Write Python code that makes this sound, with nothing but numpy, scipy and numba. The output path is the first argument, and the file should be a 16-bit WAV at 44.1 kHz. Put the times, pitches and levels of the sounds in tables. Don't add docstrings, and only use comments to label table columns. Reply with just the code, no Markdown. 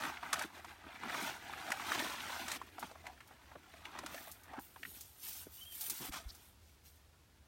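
import sys
import numpy as np
from scipy import signal
from scipy.fft import rfft, irfft, next_fast_len
from scipy.io import wavfile
from numba import njit

SR = 44100
rng = np.random.default_rng(int(sys.argv[2]) if len(sys.argv) > 2 else 0)


def persist_wave(psi):
    counts = np.round(np.clip(psi, -1, 1) * 32767).astype(np.int16)
    wavfile.write(sys.argv[1], SR, np.atleast_2d(counts).T)


N = 329823
TIME = np.arange(N) / SR


def amp(db):
    return 10 ** (np.asarray(db) / 20)


def unit(x):
    return x / np.sqrt(np.mean(x ** 2))


def add(track, s, sound):
    i = max(int(s * SR), 0)
    track[i:i + len(sound)] += sound[:N - i]


def colour(x, spectrum, skirt_db=24):
    size = 2 * next_fast_len(N // 2 + 4096)
    hz, db = np.transpose(spectrum)
    octave = np.log2(np.arange(size // 2 + 1) * SR / size + 1)
    points = np.log2(hz)
    outside = np.abs(octave - np.clip(octave, points[0], points[-1]))
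    gain = amp(np.interp(octave, points, db) - skirt_db * outside)
    cepstrum = irfft(np.log(gain + 1e-4))
    cepstrum[1:size // 2] *= 2
    cepstrum[size // 2 + 1:] = 0
    return irfft(rfft(x, size) * np.exp(rfft(cepstrum)))[:N]


def band(x, low_hz, high_hz):
    edges = [low_hz, min(high_hz, SR / 2 - 1000)]
    return signal.sosfilt(signal.butter(2, edges, "band", fs=SR, output="sos"), x)


def walk(rate):
    levels = rng.standard_normal(N // 64)
    return np.interp(TIME * rate, np.arange(len(levels)), levels) * np.sqrt(3 / 2)


@njit
def ring(start, hz, cycles, size, count):
    out = np.zeros(count)
    for k in range(len(start)):
        turn = np.exp((2j * np.pi - 1 / cycles[k]) * hz[k] / SR)
        z, i = size[k] + 0j, int(start[k] * SR)
        for j in range(i, min(count, i + int(6 * cycles[k] * SR / hz[k]))):
            z *= turn
            out[j] += z.imag
    return out


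def gesture(s, rise_s, hold_s, fall_s):
    before = (s - TIME) / max(rise_s, .002)
    after = (TIME - s - hold_s) / max(fall_s, .002)
    return amp(-20 * np.clip(np.maximum(before, after), 0, 10))


def handling():
    # start of full force in seconds, crumpling level in dB,
    # rise, hold and fall in seconds (rise and fall cover 20 dB), sliding against crumpling in dB.
    pushes = [(0.022, -42.5, 0.15, 0.036, 0.21, -10), (0.237, -48, 0.076, 0.018, 0.17, -13.5),
              (0.381, -45, 0.15, 0.06, 0.053, -8.5), (0.554, -53, 0.092, 0.026, 0.083, -10.5),
              (0.694, -55.5, .15, .03, 0.099, -10), (0.9, -54, 0.26, .1, .2, -16),
              (1.04, -47, 0.069, 0.16, .2, -25), (1.167, -43, 0.17, .12, .14, -6.5),
              (1.487, -49.5, 0.25, 0.053, 0.25, -11.5), (1.59, -48.5, 0.093, 0.15, 0.16, -12),
              (1.925, -42, 0.38, 0.12, 0.43, -6), (2.25, -46.5, 0.18, 0.14, 0.2, -6),
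              (2.504, -47, 0.12, 0.064, 0.018, -1.5), (2.813, -55, 0.061, .05, 0.13, -6),
              (3.057, -53, 0.023, 0.013, 0.09, -14), (3.302, -67, 0.22, 0.22, 0.21, -11),
              (3.72, -63, 0.16, 0.17, .1, -6.5), (3.945, -53, 0.22, .05, 0.071, -14.5),
              (4.079, -52, 0.13, 0.1, 0.19, -8.5), (4.526, -58, 0.2, 0.056, .015, -15),
              (5.899, -57, .03, 0.033, 0.055, -10), (6.03, -54.5, .06, 0.062, 0.011, -10),
              (6.124, -50.5, 0.012, 0.04, 0.088, 2)]
    # start of full speed in seconds, sheen level in dB, rise, hold and fall in seconds
    # (as above), coarse sliding against sheen in dB.
    swishes = [(0.027, -63, .06, 0.031, 0.079, -3), (4.14, -57.5, 0.13, .14, 0.2, -6.5),
               (4.608, -60, .015, 0.046, 0.16, -8), (4.904, -57, 0.24, 0.074, 0.31, -2),
               (5.247, -48, 0.078, 0.047, .2, -3), (5.368, -54.5, 0.12, 0.068, 0.048, -1.5),
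               (5.532, -55.5, 0.056, .06, 0.27, -5.5), (5.72, -52, 0.036, .05, .1, -5.5),
               (5.819, -44.5, 0.11, 0.071, 0.15, -5), (5.975, -51.5, 0.13, 0.12, 0.01, -0.5),
               (6.287, -68, 0.1, 0.2, 0.097, 0.5), (6.68, -75, 0.19, .04, .15, 3.5),
               (6.857, -66, 0.048, .02, 0.2, -1)]
    # middle in seconds, flapping level in dB,
    # time from the middle in seconds at which the power is down to 1 / e.
    flops = [(0.35, -60, .02), (0.455, -50, 0.0079), (0.6, -63, 0.0071), (0.862, -58, 0.013),
             (1.062, -50.5, 0.024), (1.23, -55.5, .025), (1.986, -49.5, 0.033), (2.184, -56.5, 0.011),
             (2.563, -53, 0.011), (2.84, -56.5, 0.016), (3.564, -58, 0.0071), (4.05, -58, 0.061),
             (4.52, -59, .02), (4.586, -49.5, 0.009), (4.882, -64.5, 0.051), (5.473, -54, 0.0086),
             (5.91, -55, 0.017), (6.029, -54, 0.019), (6.097, -47.5, 0.0061)]
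    # time in seconds, crumpling level in dB.
    stirring = [(0.0, -70.5), (2.5, -60.5), (3.2, -67.5), (4.4, -67.5), (5.1, -74.5), (6.3, -69.5),
                (6.6, -78), (7.45, -76)]

    stir = amp(np.interp(TIME, *np.transpose(stirring)))
    power = np.outer(amp([0, -6.5, -8, -11.5]), stir) ** 2
    flap_db, sheen_db = -14.5, -7.5
    for s, db, rise_s, hold_s, fall_s, slide_db in pushes:
        shares = amp([0, flap_db, slide_db, slide_db + sheen_db])
        power += np.outer(amp(db) * shares, gesture(s, rise_s, hold_s, fall_s)) ** 2
    swish_crumple_db, swish_flap_db = -12.5, -25
    for s, db, rise_s, hold_s, fall_s, slide_db in swishes:
        shares = amp([slide_db + swish_crumple_db, slide_db + swish_flap_db, slide_db, 0])
        power += np.outer(amp(db) * shares, gesture(s, rise_s, hold_s, fall_s)) ** 2
    for s, db, half_s in flops:
        power[1] += amp(db) ** 2 * np.exp(-((TIME - s) / half_s) ** 2)
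    return 10 * np.log10(power)


def grains(count, low_hz, high_hz, cycles, spread_db, echo_db, echo_s, order=4):
    when, strength, pitch = rng.random((count, 3)).T[:, :, None]
    delay, detune, length, side = rng.random((4, count, order))
    later = np.arange(order) > 0
    lag = -echo_s * np.log(delay + 1e-6) * later
    hz = low_hz * (high_hz / low_hz) ** np.where(later, detune, pitch)
    hz = np.minimum(hz, SR / 2 - 2000)
    size = amp(-spread_db * np.log(strength + 0.043) + echo_db * later)
    size = size * delay ** (.5 * later) * np.sign(side - .5)
    start = (when * N / SR + lag).ravel()
    return ring(start, hz.ravel(), cycles * (.5 + length.ravel()), (size * hz).ravel(), N)


def shifting(x, gain=0.22, longest_s=.004, count=8):
    out = x.copy()
    lags = 1 + (longest_s * SR * (np.arange(count) + rng.random(count)) / count).astype(int)
    for lag in lags:
        out[lag:] += gain * (walk(rate=22) * x)[:-lag]
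    return out


def rustle(crumple_db, flap_db, slide_db, sheen_db, crisp_share=0.45):
    # frequency in Hz, relative level in dB.
    crumple_colour = [(480, -13), (680, -0.5), (850, 1), (1080, -2.5), (1400, 0), (1900, -3.5),
                      (2600, -9.5)]
    crisp_colour = [(1100, -10), (1700, -5), (2300, 1.5), (2950, -1.5), (3400, 1), (4200, -3.5)]
    flap_colour = [(65, -67), (110, -9.5), (150, -12.5), (275, -4), (357, -6), (439, -12.5), (520, -15),
                   (680, -41), (1140, -120)]
    slide_colour = [(400, -40), (1760, -50), (3000, -3), (3380, -3.5), (4840, -2.5), (5670, 0),
                    (7600, -5.5), (8610, -5.5), (10500, -13), (11000, -11), (14300, -40.5), (22000, -120)]
    sheen_colour = [(5590, -27), (9500, -1.5), (10600, -10), (11400, 2), (14100, 3), (15200, 1), (16000, 3)]

    jerk_db = .9 * walk(rate=70)
    creases = grains(count=10000, low_hz=511, high_hz=4730, cycles=2.28,
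                     spread_db=3.5, echo_db=0.0, echo_s=.005)
    flaps = grains(count=2500, low_hz=110.7, high_hz=583, cycles=1.64,
                   spread_db=4.0, echo_db=-7, echo_s=0.00828)
    friction = grains(count=36000, low_hz=2410, high_hz=16900, cycles=2.7,
                      spread_db=2.0, echo_db=1, echo_s=.002)
    small_creases = grains(count=7000, low_hz=1230, high_hz=5090, cycles=4.1,
                           spread_db=0.5, echo_db=-2, echo_s=.003)
    creases = shifting(creases)
    friction = shifting(friction, gain=.16, longest_s=.003)
    small_creases = shifting(small_creases)
    crisp_db = crumple_db + crisp_share * (slide_db - crumple_db)
    body = unit(colour(creases, crumple_colour)) * amp(crumple_db - 0.94)
    body += unit(colour(small_creases, crisp_colour)) * amp(crisp_db - 3.0)
    body += unit(colour(flaps, flap_colour)) * amp(flap_db + 1.3)
    hiss = unit(colour(friction, slide_colour, skirt_db=10)) * amp(slide_db - 2.33)
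    hiss += unit(colour(friction, sheen_colour)) * amp(sheen_db - 0.25)
    return (body + hiss) * amp(jerk_db)


def snap(hz, crack_db, length_s, cycles=5.0, detune=0.092, tail_db=-19, count=6):
    t = TIME[:SR // 10]
    delay, pitch, side = rng.random((3, count))
    progress = (np.arange(count) + delay * (np.arange(count) > 0)) / count
    size = np.exp(-1.1 * progress) * np.sign(side - .5)
    pitches = hz * np.exp(detune * (2 * pitch - 1) + 0.28 * (.55 - progress))
    blade = ring(0.693 * length_s * progress, pitches, np.full(count, cycles), size, len(t))
    blade = band(blade, .35 * hz, 3.5 * hz)
    tail = np.exp(-t / .028)
    burst = np.exp(-(t / length_s) ** 2) + amp(tail_db) * tail
    burst *= 1 - np.exp(-t / .0006)
    fibres = band(rng.standard_normal(len(t)) * burst, 740, 8800)
    splinters = band(rng.standard_normal(len(t)) * burst, 0.75 * hz, 1.03 * hz + 900)
    sound = unit(blade) + amp(-1.5) * unit(splinters) + amp(crack_db + 5.5) * unit(fibres)
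    return unit(sound) * amp(-17)


def snaps(crumple_db, small_db=5, spread_db=6.0, low_hz=620, high_hz=1700, small_crack_db=-20, count=45):
    # start in seconds, level in dB (17 dB above the rms over 0.1 s), central pitch in Hz,
    # crack against ring in dB (before the snap's fixed 5.5 dB lift of the crack).
    breaks = [(0.035, -32.5, 1350, -15), (0.05, -32.5, 1500, -17), (0.095, -35.5, 1036, -30),
              (0.17, -39.5, 1820, -32), (0.229, -34.5, 980, -29), (0.329, -23, 1340, -4),
              (0.338, -28, 1400, -7), (0.357, -35.5, 1650, -30), (0.392, -34, 1190, -3.5),
              (0.421, -35, 1740, -5), (0.645, -40, 853, -13), (1.034, -35.5, 1040, -21),
              (1.144, -31, 1290, -20), (1.495, -39.5, 824, -23), (1.534, -37, 1500, -27),
              (1.703, -35, 990, -6), (1.718, -25.5, 1670, -11), (1.797, -35, 1220, -30),
              (1.918, -27.5, 1430, -14), (1.992, -33.5, 3170, -8), (2.205, -37.5, 2690, -22),
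              (2.481, -37, 830, 12), (2.516, -31.5, 1810, 1), (2.615, -36, 956, -22),
              (2.782, -37.5, 734, -26), (2.827, -33, 850, -21), (2.913, -45, 526, -13),
              (2.954, -46.5, 690, -30), (3.067, -39, 1680, -12.5), (3.205, -47, 1720, -15),
              (3.309, -50.5, 685, -24), (3.516, -47.5, 820, -30), (3.554, -42, 595, -42),
              (3.738, -47, 676, -20), (3.853, -39, 2450, -15), (3.951, -41, 750, -31),
              (3.988, -36.5, 900, -6), (4.034, -40, 690, -29), (4.061, -36.5, 1300, -2.5),
              (4.144, -37.5, 760, -10), (4.274, -44.5, 640, -30), (4.534, -40, 654, -24),
              (4.587, -39.5, 840, -28.5), (4.76, -44.5, 870, -34), (4.831, -37, 2020, -22),
              (4.851, -38, 1830, -30), (5.466, -51, 558, -25)]
    length_s = 0.00727
    out = np.zeros(N)
    for s, db, hz, crack_db in breaks:
        add(out, s, amp(db) * snap(hz, crack_db, length_s))
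    for when, strength, pitch in rng.random((count, 3)):
        s = when * breaks[-1][0]
        db = crumple_db[int(s * SR)] + small_db + spread_db * (2 * strength - 1)
        hz = low_hz * (high_hz / low_hz) ** pitch
        add(out, s, amp(db) * snap(hz, small_crack_db, length_s))
    return out


def rubs(width=0.16, slip_rate=1500):
    # middle in seconds, pitch in Hz, level in dB,
    # half length in seconds (standard deviation of the bell-shaped swell).
    contacts = [(0.042, 281, -52, 0.041), (2.55, 2320, -50.5, .012), (3.082, 743, -54, 0.027),
                (4.549, 850, -52.5, 0.029), (4.583, 1420, -51, .008), (6.153, 1120, -52, 0.02),
                (6.3, 4630, -55, 0.01)]
    out = np.zeros(N)
    for s, hz, db, half_s in contacts:
        start = max(s - 1 / 8, 0)
        t = start + TIME[:SR // 4] - s
        slips = rng.standard_normal(len(t)) * (rng.random(len(t)) < slip_rate / SR)
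        swell = np.exp(-(t / half_s) ** 2 / 2)
        ringing = unit(band(slips, hz / (1 + width), hz * (1 + width)))
        add(out, start, amp(db) * swell * ringing)
    return out


def flicks(decay_s=0.014, spread_db=4, tick_db=-5, scrape_db=-13):
    # start in seconds, level in dB before tick and scrape gains.
    catches = [(2.794, -35), (3.275, -47), (4.3157, -34), (4.434, -44), (4.595, -44), (5.0097, -33),
               (5.8104, -27), (5.898, -20.5), (5.902, -30), (6.349, -42)]
    out, t = np.zeros(N), TIME[:SR // 16]
    for s, db in catches:
        noise, grit = rng.standard_normal((2, len(t)))
        tick = amp(tick_db) * np.exp(-t / 0.000089)
        scrape = amp(scrape_db + spread_db * grit) * np.exp(-t / decay_s)
        add(out, s, amp(db) * noise * (tick + scrape))
    return band(out, 4300, 19000)


def bird(echo_db=-12, echo_s=0.029):
    # start in seconds, length in seconds, starting pitch in Hz, glide in Hz per second, level in dB.
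    notes = [(5.565, 0.061, 2950, 0, -61), (5.61, 0.034, 3105, -1400, -48), (5.654, 0.045, 3190, 2002, -51),
             (5.693, 0.065, 3170, -1400, -53)]
    song, waver = np.zeros(N), 1 + .008 * walk(rate=250)
    for s, length_s, hz, glide, db in notes:
        t = TIME[TIME < length_s]
        pitch = (hz + glide * t) * waver[int(s * SR):][:len(t)]
        phase = 2 * np.pi * np.cumsum(pitch) / SR
        add(song, s, amp(db) * np.sin(phase) * np.sin(np.pi * t / length_s) ** .5)
    t = TIME[:SR // 8]
    trees = rng.standard_normal(len(t)) * np.exp(-t / echo_s)
    echo = signal.fftconvolve(song, trees / np.linalg.norm(trees))[:N]
    return song + amp(echo_db) * echo


def bumps():
    # middle in seconds, pitch in Hz, level in dB, time from the middle in seconds to 1 / e.
    puffs = [(6.104, 49.5, -45, 0.0076), (6.269, 57, -39, 0.01), (6.289, 45, -49, 0.0091)]
    out = np.zeros(N)
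    for s, hz, db, half_s in puffs:
        t = TIME - s
        out -= amp(db) * np.sin(2 * np.pi * hz * t) * np.exp(-(t / half_s) ** 2)
    return out


def field(air_db=-67, rumble_db=-72):
    # frequency in Hz, relative level in dB.
    air_colour = [(25, -24), (50, -8.5), (80, -0.5), (125, -12.5), (300, -20), (520, -22), (1500, -28.5),
                  (5000, -30), (16000, -38)]
    swell_db = .6 * walk(rate=5)
    air = unit(colour(rng.standard_normal(N), air_colour)) * amp(air_db)
    rumble = unit(band(rng.standard_normal(N), 67.0, 86.7)) * amp(rumble_db)
    return (air + rumble) * amp(swell_db)


def scene():
    crumple_db, flap_db, slide_db, sheen_db = handling()
    leaves = rustle(crumple_db, flap_db, slide_db, sheen_db)
    leaves += rubs() + snaps(crumple_db) + flicks()
    mono = leaves + bird() + bumps() + field()
    return np.array([mono, mono])


def record(dry):
    top_hz = 15900
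    return signal.sosfilt(signal.ellip(10, .2, 70, top_hz, fs=SR, output="sos"), dry)


dry = scene()
out = record(dry)
persist_wave(out)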